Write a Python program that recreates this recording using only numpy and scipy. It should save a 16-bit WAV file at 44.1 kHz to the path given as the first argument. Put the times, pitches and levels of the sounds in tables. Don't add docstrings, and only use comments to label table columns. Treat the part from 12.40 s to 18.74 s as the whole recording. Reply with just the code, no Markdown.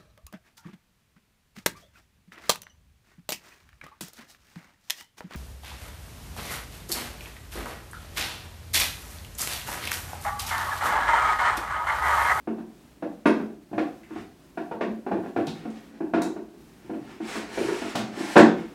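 import sys
import numpy as np
from scipy import signal
from scipy.fft import rfft, irfft, next_fast_len
from scipy.io import wavfile
from scipy.ndimage import uniform_filter1d

SR = 44100
rng = np.random.default_rng(int(sys.argv[2]) if len(sys.argv) > 2 else 0)


def decibels_to_gain(level_db):
    exponent = np.asarray(level_db, float) / 20
    return 10 ** exponent


def log_audio(samples):
    frames = np.atleast_2d(samples).T
    limited = np.clip(frames, -1, 1)
    pcm = np.round(limited * 32767).astype(np.int16)
    wavfile.write(sys.argv[1], SR, pcm)


N = 279594


def evened(x):
    return x / np.sqrt(np.mean(x ** 2) + 1e-20)


def read(points, hz):
    f, value = np.transpose(points)
    return np.interp(np.log(hz + 1), np.log(f + 1), value)


def add(mix, s, sound):
    part = mix[round(s * SR):][:len(sound)]
    part += sound[:len(part)]


def coloured(x, spectrum):
    gain = decibels_to_gain(read(spectrum, np.fft.rfftfreq(len(x), 1 / SR)))
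    return evened(irfft(rfft(x) * gain, len(x)))


def filtered(x, response):
    size = next_fast_len(N + 4096)
    gain = decibels_to_gain(read(response, np.fft.rfftfreq(size, 1 / SR)))
    return irfft(rfft(x, size) * gain, size)[:N]


def causal(gain_db):
    log_gain = np.log(decibels_to_gain(np.maximum(gain_db, -80)))
    full = np.concatenate([log_gain, log_gain[-2:0:-1]])
    click = np.fft.ifft(np.exp(np.conj(signal.hilbert(full)))).real[:1024]
    return click / abs(click).max()


def chatter(t, t60):
    rise_s = 0.005
    shape = decibels_to_gain(-60 * t / t60) * (1 - np.exp(-t / rise_s))
    x = rng.standard_normal(len(t)) * shape
    for _ in range(3):
        z = rfft(x)
        x = irfft(z / abs(z), len(t)) * np.sqrt(shape)
    return x / np.linalg.norm(x)


def ring(modes, t, luck, rise_s, extra_db=0):
    hz, db, t60 = np.transpose(modes)[:, :, None]
    pitch_luck, level_luck = luck[:2 * len(modes)].reshape(2, -1, 1)
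    waves = np.sin(2 * np.pi * hz * (1 + 0.0098 * pitch_luck) * t) * np.sign(level_luck)
    decay = decibels_to_gain(db + extra_db + 2.3 * level_luck - 60 * t / t60)
    sound = (decay * waves).sum(0) * (1 - np.exp(-t / rise_s)) ** 2
    return sound / abs(sound).max()


# frequency in Hz, density in dB per Hz.
AIR_SPECTRUM = [(12, -66), (20, -51), (44, -7.5), (66, -7), (95, -16), (167, -7), (192, -9), (284, -5.5),
                (524, -20.5), (586, -17), (693, -20), (2180, -27), (8090, -34), (15800, -38.5)]


def air():
    level_db = -55
    swell_db = 1.5 * evened(uniform_filter1d(rng.standard_normal(N), 6000))
    return decibels_to_gain(level_db + swell_db) * coloured(rng.standard_normal(N), AIR_SPECTRUM)


# frequency in Hz, t60 in seconds.
ROOM_DECAY = [(100, 0.56), (250, 0.51), (600, 0.4), (2000, 0.36), (6000, 0.37), (12000, 0.22)]


def room(x):
    taps = np.zeros((3, SR))
    at = np.arange(200, SR - 20, 20) + rng.integers(0, 20, (3, (SR - 201) // 20))
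    np.put_along_axis(taps, at, rng.choice([-1., 1.], at.shape), 1)
    hz, t, z = signal.stft(taps, SR, nperseg=256)
    build = 1 - np.exp(-t / 0.0027)
    decay = decibels_to_gain(-60 * t / read(ROOM_DECAY, hz)[:, None])
    tails = signal.istft(z * build * decay, SR, nperseg=256)[1]
    turn = np.pi * 1.3 * np.arange(N) / SR + np.pi / 3 * np.arange(3)[:, None]
    fed = x * np.cos(turn) * np.sqrt(2 / 3)
    tails = tails[:, :SR * 2 // 3] / np.linalg.norm(tails[0])
    return signal.fftconvolve(fed, tails, axes=1)[:, :N].sum(0)


# start in seconds, level in dB, pitch in Hz.
LEG_THUDS = [
    (1.33, -43, 112.6),
    (1.771, -48, 98.3),
    (2.72, -41, 100),
    (2.963, -37.5, 110),
    (3.071, -29, 161),
    (3.74, -44, 109),
    (4.601, -46.5, 129),
    (5.21, -38.5, 126),
    (5.546, -34, 126),
]


def thuds():
    out, t = np.zeros(N), np.arange(4096) / SR
    rise_s, t60 = 0.01, 0.11
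    for s, db, hz in LEG_THUDS:
        modes = [(hz, 0, t60), (hz * 1.475, -6, t60)]
        add(out, s, decibels_to_gain(db) * ring(modes, t, np.ones(4), rise_s))
    return out


# frequency in Hz, level in dB, t60 in seconds.
FRAME_MODES = [(142.4, -11, 0.058), (171, -13.5, 0.083), (192.2, -3, 0.081), (221.6, -4.5, 0.14),
               (239.4, 0.5, 0.052)]
BOX_MODES = [(273.6, 3.5, 0.063), (312.6, 1, 0.053), (329.5, -2, 0.058), (339.7, -4.5, 0.031),
             (357.7, 2.5, 0.037), (411.6, 3.5, 0.05)]
PANEL_MODES = [(486.7, -6, 0.074), (504.3, -2, 0.052), (580.5, -12.5, 0.074), (678.4, -3, 0.031),
               (706.5, -2.5, 0.028), (783.5, -5, 0.029), (914, -7, 0.026)]
# frequency in Hz, density in dB per Hz.
GRIT_SPECTRUM = [(410, -19), (700, -2.5), (1190, -7), (1770, -3.5), (1960, -5), (7610, -26), (11100, -35.5),
                 (15800, -47)]
# time in seconds, speed as grit level in dB.
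STROKES = [
    [(1.66, -63.5), (1.784, -50.5), (1.9, -104)],
    [(3.12, -56), (3.162, -55.5), (3.34, -61), (3.36, -53), (3.406, -65.5), (3.6, -60.5)],
    [(4.2, -95), (4.45, -61.5), (4.6, -63), (4.7, -51.5), (4.8, -63)],
    [(4.78, -57), (4.884, -41), (4.96, -41), (5.06, -53), (5.14, -43), (5.222, -42), (5.49, -44),
     (5.545, -44)],
    [(5.6, -49), (5.7, -55), (5.782, -41.5), (5.86, -42.5), (5.95, -39.5)],
    [(6.16, -49.5), (6.294, -61), (6.338, -56)],
]


def slide(rows):
    s, grit_db = np.transpose(rows)
    speed_db = grit_db + 45
    fizz_db = -11.5 + 0.98 * speed_db
    rumble_db = -1 - 0.49 * speed_db
    t = np.arange(s[0], s[-1], 1 / SR)
    slips = rng.standard_normal((2, len(t))) * decibels_to_gain(0.93 * rng.exponential(1, (2, len(t))))
    slips *= rng.random((2, len(t))) < np.array([[20000], [300]]) / SR
    judder_db = 0.53 * evened(uniform_filter1d(rng.standard_normal(len(t)), 700))
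    modes = FRAME_MODES + BOX_MODES + PANEL_MODES
    body = ring(modes, np.arange(8192) / SR, rng.standard_normal(64), 0.00037)
    rumble = evened(signal.fftconvolve(slips[1], body)[:len(t)])
    grit = coloured(slips[0], GRIT_SPECTRUM)
    fizz = evened(np.convolve(grit, [-1, 2, -1], "same"))
    sound = grit + decibels_to_gain(np.interp(t, s, fizz_db)) * fizz + decibels_to_gain(np.interp(t, s, rumble_db)) * rumble
    level = decibels_to_gain(np.interp(t, s, grit_db) + judder_db - 1.5)
    return s[0], sound * level * signal.windows.tukey(len(t), .08)


# start in seconds, level in dB, centre in Hz, spread in octaves.
HARD_TICKS = [(0.867, -34.5, 9900, 0.23), (1.6345, -41.5, 1960, 0.38), (2.978, -45, 8900, .8),
              (3.0703, -23.5, 3180, 0.89), (3.08, -30.5, 3900, 0.27), (3.174, -52, 2500, .6),
              (3.303, -42, 6000, 0.67), (3.358, -45, 4050, .6), (3.82, -20.5, 6570, .9),
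              (4.955, -37, 4940, 1.2), (5.5034, -42, 10000, 0.37), (5.5557, -15, 3380, 0.95),
              (5.575, -24.5, 3020, 1.1), (5.59, -23, 3000, 1.1), (5.979, -19, 7260, 0.38),
              (0.873, -30, 3740, 0.93)]
# frequency in Hz, level in dB, t60 in seconds.
FITTING_MODES = [(3870, 4, 0.021), (3980, -3, 0.028), (6000, -14, .008), (7100, -7, 0.024),
                 (9100, -12, 0.014)]


def ticks():
    out, t, hz = np.zeros(N), np.arange(2048) / SR, np.fft.rfftfreq(2048, 1 / SR)
    for s, db, centre_hz, spread in HARD_TICKS:
        scuff = decibels_to_gain(0.5) * chatter(t, 0.023) + decibels_to_gain(-4) * (t == 0)
        octaves = np.log2((hz + 20) / centre_hz)
        snap = causal(-24 * np.log10(1 + (octaves / spread) ** 2))
        add(out, s - .0005, decibels_to_gain(db) * signal.fftconvolve(scuff, snap))
    clink_s, clink_db = 3.82, -32
    add(out, clink_s, decibels_to_gain(clink_db) * ring(FITTING_MODES, t, rng.standard_normal(10), 0.00028))
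    return out


# frequency in Hz, density in dB per Hz.
EDGE_SPECTRUM = [(600, -41), (900, 2.5), (1170, -2.5), (1290, -6), (1500, 0), (1750, -5), (2000, -15.5),
                 (2250, -13), (2600, -11.5), (3200, -23.5), (4500, -53)]
CRACK_SPECTRUM = [(710, -27), (1200, -5.5), (1280, -6.5), (1640, -10), (1940, -5.5), (2860, -21.5),
                  (3430, -16), (15500, -51.5)]
# time in seconds, box note in Hz, panel note in Hz.
FAVOURED_NOTES = [(0, 346, 673), (.6, 323, 670), (3.0, 347, 747), (4.5, 316, 696), (5.1, 344, 724),
                  (5.18, 379, 598), (5.3, 379, 583), (5.42, 315, 710), (5.95, 333, 669)]
# start in seconds, box level in dB, weight into the frame in dB, hardness in dB.
SOFT_BUMPS = [(0.183, -31.5, -4, -10.5), (0.999, -26.5, -4.5, -9), (1.101, -35.5, -20, -16.5),
              (1.315, -30.5, -4, -21), (1.818, -65, -10, -22), (2.476, -28, 1, -20),
              (2.77, -27.5, -4.5, -15), (2.834, -37.5, -16, -2), (2.86, -33, -7, -5),
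              (2.985, -21.5, -10.5, -10), (3.666, -38, -15, -11), (3.773, -31.5, 0, 1.5),
              (3.815, -37, -19.5, 6), (3.862, -24, -14, -20.5), (3.963, -29, -10.5, -11.5),
              (4.14, -42, -7.5, -17), (4.536, -30, -10, -11), (5.214, -22.5, -23, -27),
              (5.42, -26, -11, -7.5), (5.599, -27, -4, -6), (5.807, -24.5, -12, -9.5)]
# start in seconds,
# box level in dB, weight into the frame in dB, hardness in dB, share on the side panels in dB.
CLEAR_KNOCKS = [(0.074, -22.5, -6, -11.5, -5), (0.625, -25.5, -6, -8, -1.5), (0.857, -8, -13, -6, -6.5),
                (1.331, -27.5, -7, -8.5, 0.5), (1.38, -19.5, -13.5, -3.5, 2),
                (1.707, -33.5, -14, -9.5, -17), (1.76, -30, -8, -7.5, -7), (2.174, -26, -7.5, -4.5, 1),
                (2.313, -32, -2, -2, 6.5), (2.41, -22, -10.5, -2, 2.5), (2.665, -24.5, -13, -8, -1.5),
                (2.715, -18.5, -10, -9.5, -2), (2.963, -19.5, -19, -6.5, 1.5), (3.075, -35.5, -5, -3, 0.5),
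                (3.252, -29.5, -8, -12.5, -4.5), (3.606, -20.5, -13, -17, -11), (3.737, -14, -13, -7, -4.5),
                (4.496, -26.5, -6.5, -12.5, -5), (4.803, -27.5, -9.5, -13, -7), (4.954, -28, -8.5, -1, -4),
                (5.175, -21.5, -9.5, -7.5, -0.5), (5.284, -19, -25, -8, -11.5),
                (5.552, -28.5, -1.5, 3, 5.5), (5.773, -23.5, -14, -36, -21)]
SLAM_STEPS = [
    (5.9576, -10.5, -12, -5, 2.5),
    (5.9636, -5, -5.5, -1.5, 4),
    (5.981, -6.5, -13, -3, -5),
    (5.999, -11.5, -1, -22, -15),
]


def knocks():
    out, t = np.zeros(N), np.arange(6144) / SR
    hz = np.fft.rfftfreq(2048, 1 / SR)
    box_hz = np.transpose(BOX_MODES)[0][:, None]
    panel_hz = np.transpose(PANEL_MODES)[0][:, None]
    when, box_notes, panel_notes = np.transpose(FAVOURED_NOTES)
    edge = causal(read(EDGE_SPECTRUM, hz))
    click = causal(read(CRACK_SPECTRUM, hz))
    bumps = [(*row, 2.5 + 0.76 * row[-1]) for row in SOFT_BUMPS]
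    for s, db, frame_db, hardness_db, panels_db in sorted(CLEAR_KNOCKS + bumps + SLAM_STEPS):
        force_db = db + 22
        crack_db = -18.5 + 1.67 * hardness_db + 0.22 * force_db
        luck = rng.standard_normal((4, 24))
        box_detune_db = -45 * abs(np.log2(box_hz / np.interp(s, when, box_notes)))
        panel_detune_db = -22 * abs(np.log2(panel_hz / np.interp(s, when, panel_notes)))
        box = ring(BOX_MODES, t, luck[0], 0.0042, box_detune_db)
        frame = ring(FRAME_MODES, t, luck[3], 0.0094)
        panels = ring(PANEL_MODES, t, luck[1], 0.0028, panel_detune_db)
        edges = signal.fftconvolve(chatter(t, 0.0362), edge)[:len(t)]
        first_click = decibels_to_gain(-14) * (np.arange(len(t)) == 60)
        crack = signal.fftconvolve(chatter(t, 0.07) + first_click, click)[:len(t)]
        sound = box + decibels_to_gain(frame_db) * frame + decibels_to_gain(panels_db) * panels
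        sound = sound + decibels_to_gain(hardness_db + 5) * edges + decibels_to_gain(crack_db + 22) * crack
        add(out, s - .002, decibels_to_gain(db - 1.0) * sound)
    return out


# frequency in Hz, gain in dB.
DIRECT_SHADE = [(100, 1.5), (1000, 0), (3000, -3.5), (8000, -5), (16000, -8)]
# frequency in Hz, gain in dB.
MIC_RESPONSE = [(20, -19), (60, -0.5), (120, -0.5), (9000, 1.5), (15000, -3)]


def scene():
    drawer, snaps = knocks() + thuds(), ticks()
    for rows in STROKES:
        add(drawer, *slide(rows))
    direct = filtered(drawer, DIRECT_SHADE)
    heard = direct + decibels_to_gain(-1.0) * snaps + decibels_to_gain(1.0) * room(drawer + snaps)
    return (filtered(heard, MIC_RESPONSE) + air())[None]


def roll_off(x):
    return signal.sosfilt(signal.butter(12, 16090, fs=SR, output="sos"), x)


def record(dry):
    mix = np.clip(dry, -1, 1)
    return roll_off(mix)


dry = scene()
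out = record(dry)
log_audio(out)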